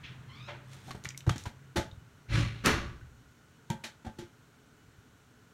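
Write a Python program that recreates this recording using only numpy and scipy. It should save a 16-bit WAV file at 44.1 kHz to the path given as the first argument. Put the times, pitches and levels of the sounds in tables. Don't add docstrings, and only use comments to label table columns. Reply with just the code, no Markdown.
import sys
import numpy as np
from scipy import signal
from scipy.fft import rfft, irfft, next_fast_len
from scipy.io import wavfile

SR = 44100
rng = np.random.default_rng(int(sys.argv[2]) if len(sys.argv) > 2 else 0)


def wrap_up_sound(samples):
    columns = np.atleast_2d(samples).T
    tamed = np.clip(columns, -1, 1)
    steps = np.round(tamed * 32767).astype(np.int16)
    wavfile.write(sys.argv[1], SR, steps)


N = 243873
TIME = np.arange(N) / SR

# start_s, level_db, rise_s, t60_s, centre_hz, breadth_octaves
TUB_RUBS = [(0.024, -46, 0.029, 0.39, 2560, .8), (0.28, -61, 0.13, 0.52, 2580, 0.82),
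            (0.470, -43, 0.024, 0.36, 1450, 1.34), (0.65, -61, 0.098, 1.0, 3000, 2.5),
            (0.831, -57.5, 0.065, 0.11, 3200, 3.9)]
# centre_hz, width_hz, boost_db
TUB_PEAKS = [(332, 74, 15), (581, 37, 12), (666, 280, -2.5), (1110, 70, -8), (3400, 300, 4.5)]
SQUEAK_HARMONICS = [-5.5, -4.5, -5, -9, -19, -31]
# start_s, clatter_db, t60_s, tilt_db_per_octave, worktop_db, note_hz, note_db
KNOCK_EVENTS = [(0.881, -52.5, 0.14, -2.5, -58, 775, -41.5), (0.907, -43.5, 0.081, .5, -70, 1116, -35),
                (0.945, -50.5, 0.17, -3.5, -71, 873, -48), (1.048, -47, 0.1, 2.5, -64, 374, -45),
                (1.2654, -44.5, 0.081, -3.5, -52, 1560, -39), (1.274, -46, 0.13, -2.5, -52, 339, -28),
                (1.2938, -28.5, 0.036, 1.8, -51, 1172, -23.5), (1.300, -45.5, 0.26, 1.5, -62, 3210, -40),
                (1.358, -47, .09, 2.5, -56, 262, -36), (1.381, -65, 0.37, 10.5, -67, 5700, -61),
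                (1.454, -43, 0.17, 0, -52.5, 975, -38), (1.757, -37, 0.26, 2, -39, 350, -23),
                (1.764, -32.5, .2, -1.5, -39.5, 552, -26), (3.7, -44.5, 0.2, -0.2, -39, 928, -29),
                (3.837, -44.5, .2, 5, -51, 2415, -39), (4.045, -56, .22, 0, -50, 1450, -53),
                (4.063, -50, 0.17, -3, -50.5, 766, -38.5), (4.184, -53.5, 0.23, 4.5, -48.5, 348, -36.5),
                (4.224, -62, 0.14, -4.5, -87, 348, -37)]
KNOCK_BANDS = [1, -0.5, -2, -0.5, -7.5, -11.5]
BAND_EDGES = np.array([40, 250, 700, 1600, 4000, 8000, 16000])
# pitch_hz, relative_db, t60_s
WORKTOP_MODES = [(145, -15, 0.14), (225.9, 7.5, 0.24), (348, 1, 0.12), (545.4, -8, 0.33),
                 (860.4, 0.5, 0.25), (900, -24.5, 0.38), (1567, -11, 0.35), (1840, -52, 0.17),
                 (1930, -5, 0.06), (2370, -12, .16), (3270, -14.5, 0.23)]
# centre_hz, width_hz, boost_db
WORKTOP_HOLLOWS = [(281, 27, -4.5), (483, 103, -6.5), (680, 110, 0.5), (1074, 200, -7.5), (2580, 870, -6)]
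# start_s, peak_db, pitch_hz
THUMP_EVENTS = [(1.06, -35, 120), (1.2721, -13, 113), (1.303, -19.5, 122.6), (1.461, -29, 96),
                (1.764, -25, 85), (1.921, -36.5, 94), (1.971, -39, 92.5), (3.018, -39, 72),
                (3.699, -21, 145), (4.063, -35.5, 94), (4.188, -36, 138), (4.877, -49.5, 109),
                (4.978, -48, 97)]
# start_s, peak_db,
# pitch_hz, quality_factor
TICK_EVENTS = [(0.733, -38, 4950, 0.89), (0.744, -43, 7000, 1), (0.908, -38.5, 1800, 1.1),
               (0.914, -32.5, 3400, 1.8), (0.924, -45, 3600, .8), (1.0388, -36, 6200, 1.8),
               (1.047, -32.5, 6200, 1), (1.055, -25, 2020, 5.1), (1.089, -26, 5700, 3),
               (1.069, -42, 4540, 1.3), (1.105, -34, 2740, 1.9), (1.146, -40, 2160, 16),
               (1.1761, -25, 7540, 1.6), (1.206, -38, 2660, 9.1), (1.361, -39, 6000, 4),
               (1.381, -28, 6300, 1.5), (1.438, -34, 6200, 3.5), (1.914, -44.5, 3680, 20),
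               (2.6596, -9.5, 4500, 0.38), (3.012, -47, 1490, 18), (3.702, -26.5, 3730, 0.5),
               (4.0645, -45, 920, 2.1)]
# start_s, end_s, level_db
CRACKLE_SPELLS = [(0.6, 1.066, -49.5), (1.33, 1.537, -54)]
# frequency_hz, relative_db
RUMBLE_SPECTRUM = [(18, -50), (30, -65), (49, -2.5), (81, -17.5), (97, -11), (113, -37.5), (146, -9),
                   (270, -31.5), (300, -22), (390, -52), (660, -120)]
RASP_SPECTRUM = [(130, -43), (220, -4.5), (273, -4), (355, 0), (475, -15), (567, -4), (612, -14),
                 (829, -13.5), (1370, -9), (2330, -6.5), (2820, -9.5), (4330, -11.5), (4500, -23),
                 (5850, -65), (9900, -120)]
HISS_SPECTRUM = [(2240, -52), (3800, -13), (4390, -23), (4690, -1.5), (5480, -5), (8310, -15),
                 (9710, -12.5), (10500, -18.5), (16000, -31)]
# centre_hz, width_hz, boost_db
DRAWER_PEAKS = [(96, 22, -7), (120, 14, 8), (181, 18, 4.5), (243, 40, 8.5), (345.6, 39, 11.5),
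                (431, 17, 10), (492, 37, -1), (567.6, 14, 13), (746, 590, -9), (1150, 25, 8), (1300, 86, 3),
                (1470, 110, 3.5), (1670, 23, 6.5), (1850, 40, 4), (2014, 67, 4.5), (2350, 17, 6),
                (2760, 130, 3), (4370, 51, 6), (6200, 900, 1.5), (7800, 1400, -2.5), (11100, 1200, 8.5)]
BUMP_BANDS = [-25.5, -29, -24.5, -29, -33, -42.5]
# frequency_hz, relative_db
BOOM_SPECTRUM = [(25, -2), (48, 0.5), (72, 8.5), (95, -10), (122, 3.5), (170, -9.5), (300, -62)]
STIR_SPECTRUM = [(25, -6), (60, -2.5), (110, 11), (200, -2), (500, -19), (1500, -12), (5000, -31.5),
                 (15000, -43.5)]
AIR_SPECTRUM = [(15, -63), (25, -17), (45, -12.5), (117, -3), (180, -6), (200, -12.5), (236, -6),
                (384, -15.5), (427, -9), (476, -18), (734, -21), (1440, -20), (2280, -25), (7110, -34),
                (16000, -33)]
# centre_hz, width_hz, boost_db
AIR_PEAKS = [(1450, 215, 7), (2970, 29, 10.5), (3300, 100, 0), (6300, 3800, 4), (8070, 1800, 3.5)]
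# frequency_hz, t60_s
ROOM_DECAY = [(100, 1.0), (400, 0.92), (2000, 0.45), (6000, 0.19), (14000, 0.32)]
# frequency_hz, gain_db
MIC_RESPONSE = [(4300, -1), (4900, -5.5), (5600, -1.5), (6700, -1.0), (7400, -2.5), (8500, -5.5),
                (9600, -3.5), (10200, -9), (11300, -5.5), (12500, -6.0), (15500, -8)]

BAND_HZ = np.sqrt(BAND_EDGES[1:] * BAND_EDGES[:-1])


def tub_scuffs():
    out = np.zeros(N)
    edge_db = -7
    for start, db, rise, t60, centre_hz, breadth in TUB_RUBS:
        band_db = db + edge_db * (np.log2(BAND_HZ / centre_hz) / breadth) ** 2
        add(out, start, clatter(rise, t60, band_db, grain_db=2, damping_hz=8900, peaks=TUB_PEAKS))
    return out


def tub_squeak():
    start_s, end_s, start_hz, glide_hz_per_s = 0.30, 0.47, 1032, 1600
    hz = start_hz + glide_hz_per_s * (np.clip(TIME, start_s, end_s) - start_s)
    phase = wavering_phase(hz, jitter=0.032, rate_hz=700)
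    squeak = 0
    for harmonic, db in enumerate(SQUEAK_HARMONICS, 1):
        flutter = from_db(db + 0.6 * drift(16))
        rasp = 1 + 0.65 * drift(350)
        squeak = squeak + flutter * rasp * np.sin(harmonic * phase)
    return from_db(-55) * during(start_s, end_s) * rms_one(squeak)


def knocks():
    out, t = np.zeros(N), TIME[:SR // 2]
    octaves_up = np.log2(np.minimum(BAND_HZ, 3000) / 1000)
    for start, clatter_db, t60, tilt, worktop_db, note_hz, note_db in KNOCK_EVENTS:
        rise = 0.0044 * (t60 / 0.2) ** 1.53
        band_db = clatter_db + np.array(KNOCK_BANDS) + tilt * octaves_up
        contact = clatter(rise, t60, band_db, grain_db=-0.5, damping_hz=14900, peaks=WORKTOP_HOLLOWS)
        add(out, start, contact)
        ring = 0
        for hz, db, mode_t60 in WORKTOP_MODES:
            envelope = from_db(db + 0.5 * rng.standard_normal() - 60 * t / mode_t60)
            ring = ring + envelope * np.sin(2 * np.pi * (hz * t + rng.random()))
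        note = from_db(note_db - 60 * t / (0.6 * t60)) * np.sin(2 * np.pi * note_hz * t)
        add(out, start, (from_db(worktop_db) * ring + note) * np.minimum(t / rise, 1))
    return out


def thumps():
    out, t = np.zeros(N), TIME[:SR // 5]
    for start, db, hz in THUMP_EVENTS:
        cycles = hz * t
        swell = (cycles * np.exp(1 - cycles)) ** 4
        add(out, start, from_db(db) * swell * np.sin(2 * np.pi * cycles))
    return out


def ticks():
    out, t = np.zeros(N), TIME[:SR // 20]
    t60_s = 0.012
    soften = signal.butter(3, 13500, fs=SR, output="sos")
    for start, db, hz, q in TICK_EVENTS:
        snap = signal.sosfilt(soften, rng.standard_normal(len(t)) * from_db(-60 * t / t60_s))
        tick = signal.lfilter(*signal.iirpeak(hz, max(q, 0.5), fs=SR), snap)
        add(out, start, from_db(db) * tick / np.abs(tick).max())
    return out


def crackle():
    grains_per_s, spread_db = 160, 4
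    pressure = sum(from_db(db) * np.sin(np.pi * np.clip((TIME - start) / (end - start), 0, 1))
                   for start, end, db in CRACKLE_SPELLS)
    snaps = rng.random(N) < grains_per_s / SR
    sizes = pressure * from_db(spread_db * np.minimum(rng.exponential(1, N), 2))
    impulses = snaps * sizes * rng.choice([-1, 1], N)
    grain = rng.standard_normal(SR // 200) * np.exp(-TIME[:SR // 200] / 0.00064)
    grains = np.convolve(impulses, grain / np.abs(grain).max())[:N]
    treble = signal.butter(2, (2500, 11300), "band", fs=SR, output="sos")
    return signal.sosfilt(treble, grains + 1e-18)


def drawer_roll():
    shove_s, rise_s, glide_s, stop_s = 2.2815, 0.081, 0.039, 2.64
    friction_db_per_s, creep_db = 130, -19.5
    age = TIME - shove_s
    slowing = from_db(-friction_db_per_s * np.maximum(age - rise_s - glide_s, 0))
    speed = np.clip(age / rise_s, 0, 1) * np.hypot(slowing, from_db(creep_db)) * during(shove_s, stop_s)
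    panel = from_db(-26) * np.sqrt(2) * np.sin(wavering_phase(hz=114.3, jitter=0.01, rate_hz=29))
    rumble = from_db(-28.5) * noise(RUMBLE_SPECTRUM)
    upper_peaks = [peak for peak in DRAWER_PEAKS if peak[0] > 1000]
    rasp = from_db(-33.5) * speed ** 1.05 * noise(RASP_SPECTRUM, peaks=upper_peaks)
    hiss = from_db(-43) * speed ** 1.3 * noise(HISS_SPECTRUM)
    flicker = from_db(1.4 * drift(210))
    return speed * (panel + rumble) + (rasp + hiss) * flicker


def drawer_bump():
    out, t = np.zeros(N), TIME[:SR]
    rattle = clatter(rise=0.041, t60=0.49, band_db=BUMP_BANDS, grain_db=0, damping_hz=9700,
                     peaks=DRAWER_PEAKS)
    add(out, 2.633, rattle)
    rise_s, t60_s = 0.08, 0.86
    boom = np.minimum(t / rise_s, 1) * from_db(-30 - 60 * np.maximum(t - rise_s, 0) / t60_s)
    add(out, 2.659, boom * noise(BOOM_SPECTRUM, size=SR))
    return out


def appliance_hum():
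    start_hz, glide_hz_per_s, off_s = 128.1, 3.065, 1.93
    start_db, sag_db_per_s, release_db_per_s = -49.5, 4, 45
    hz = start_hz + glide_hz_per_s * np.minimum(TIME, off_s)
    db = start_db - sag_db_per_s * TIME - release_db_per_s * np.maximum(TIME - off_s, 0)
    tone = np.sqrt(2) * np.sin(wavering_phase(hz, jitter=0.014, rate_hz=25.2))
    return tone * from_db(db + 2.2 * drift(25.2))


def reverberation(x):
    t = TIME[:SR * 3 // 4]
    reflections = rng.standard_normal(len(t)) * np.exp(-t / 0.096)
    phase = np.angle(rfft(reflections, 2 * len(t)))
    even = irfft(np.exp(1j * phase))[:len(t)]
    tail = sum(band * from_db(-60 * t / at_hz(ROOM_DECAY, hz)) for hz, band in octaves(even))
    tail *= t > 0.004
    return signal.fftconvolve(x, tail / np.linalg.norm(tail))[:N]


def background():
    fade_db_per_s = 5
    stir = from_db(-50.5 - fade_db_per_s * TIME) * noise(STIR_SPECTRUM)
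    hiss = from_db(-59.5) * noise(AIR_SPECTRUM, peaks=AIR_PEAKS)
    return stir + hiss


def clatter(rise, t60, band_db, grain_db, damping_hz, peaks=()):
    t = TIME[:SR * 3 // 4]
    density_db = np.array(band_db) - 10 * np.log10(np.diff(BAND_EDGES))
    spectrum = [(25, density_db[0] - 10), *zip(BAND_HZ, density_db), (BAND_EDGES[-1], density_db[-1] - 9)]
    body = noise(spectrum, size=len(t), peaks=peaks) * np.linalg.norm(from_db(band_db))
    grain = rms_one(from_db(grain_db * drift(574, size=len(t))))
    decay_db = -60 * np.maximum(t - rise, 0) / t60
    dying = sum(band * from_db(decay_db * np.hypot(1, hz / damping_hz)) for hz, band in octaves(body))
    swell = np.sin(np.pi / 2 * np.minimum(t / rise, 1)) ** 2
    return dying * grain * swell


def noise(spectrum, size=N, peaks=()):
    padded = next_fast_len(size, True)
    hz = np.fft.rfftfreq(padded, 1 / SR)
    gain = from_db(at_hz(spectrum, hz)) * hz / np.hypot(hz, 20)
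    for centre, width, boost_db in peaks:
        gain = gain * from_db(boost_db / (1 + (2 * (hz - centre) / width) ** 2))
    return rms_one(irfft(gain * np.exp(2j * np.pi * rng.random(len(hz))), padded)[:size])


def octaves(x):
    spectrum, centres = rfft(x), 62.5 * 2. ** np.arange(9)
    hz = np.fft.rfftfreq(len(x), 1 / SR)
    return [(c, irfft(spectrum * at_hz(np.c_[centres, centres == c], hz), len(x))) for c in centres]


def wavering_phase(hz, jitter, rate_hz):
    return 2 * np.pi * np.cumsum(hz * (1 + jitter * drift(rate_hz))) / SR


def drift(rate_hz, size=N):
    steps = rng.standard_normal(4000)
    return rms_one(np.interp(TIME[:size] * rate_hz, np.arange(len(steps)), steps))


def during(start, end):
    return np.clip(np.minimum(TIME - start, end - TIME) / 0.02 + 1, 0, 1)


def add(out, start_s, sound):
    start = max(int(start_s * SR), 0)
    out[start:start + len(sound)] += sound[:N - start]


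def at_hz(points, hz):
    table_hz, value = np.transpose(points)
    return np.interp(np.log(np.maximum(hz, 1)), np.log(table_hz), value)


def from_db(db):
    return 10 ** (np.asarray(db) / 20)


def rms_one(x):
    return x / np.sqrt(np.mean(x ** 2) + 1e-20)


def scene():
    small = ticks() + tub_scuffs() + tub_squeak() + crackle()
    blows = knocks() + thumps()
    room = reverberation(from_db(-8) * small + from_db(-17) * blows)
    return (small + blows + room + drawer_roll() + drawer_bump() + appliance_hum() + background())[None]


def record(dry):
    cutoff_hz = 15900
    hz = np.fft.rfftfreq(2 * N, 1 / SR)
    heard = irfft(rfft(dry, 2 * N) * from_db(at_hz(MIC_RESPONSE, hz)), 2 * N)[:, :N]
    return signal.sosfilt(signal.ellip(10, 0.2, 70, cutoff_hz, fs=SR, output="sos"), heard)


dry = scene()
out = record(dry)
wrap_up_sound(out)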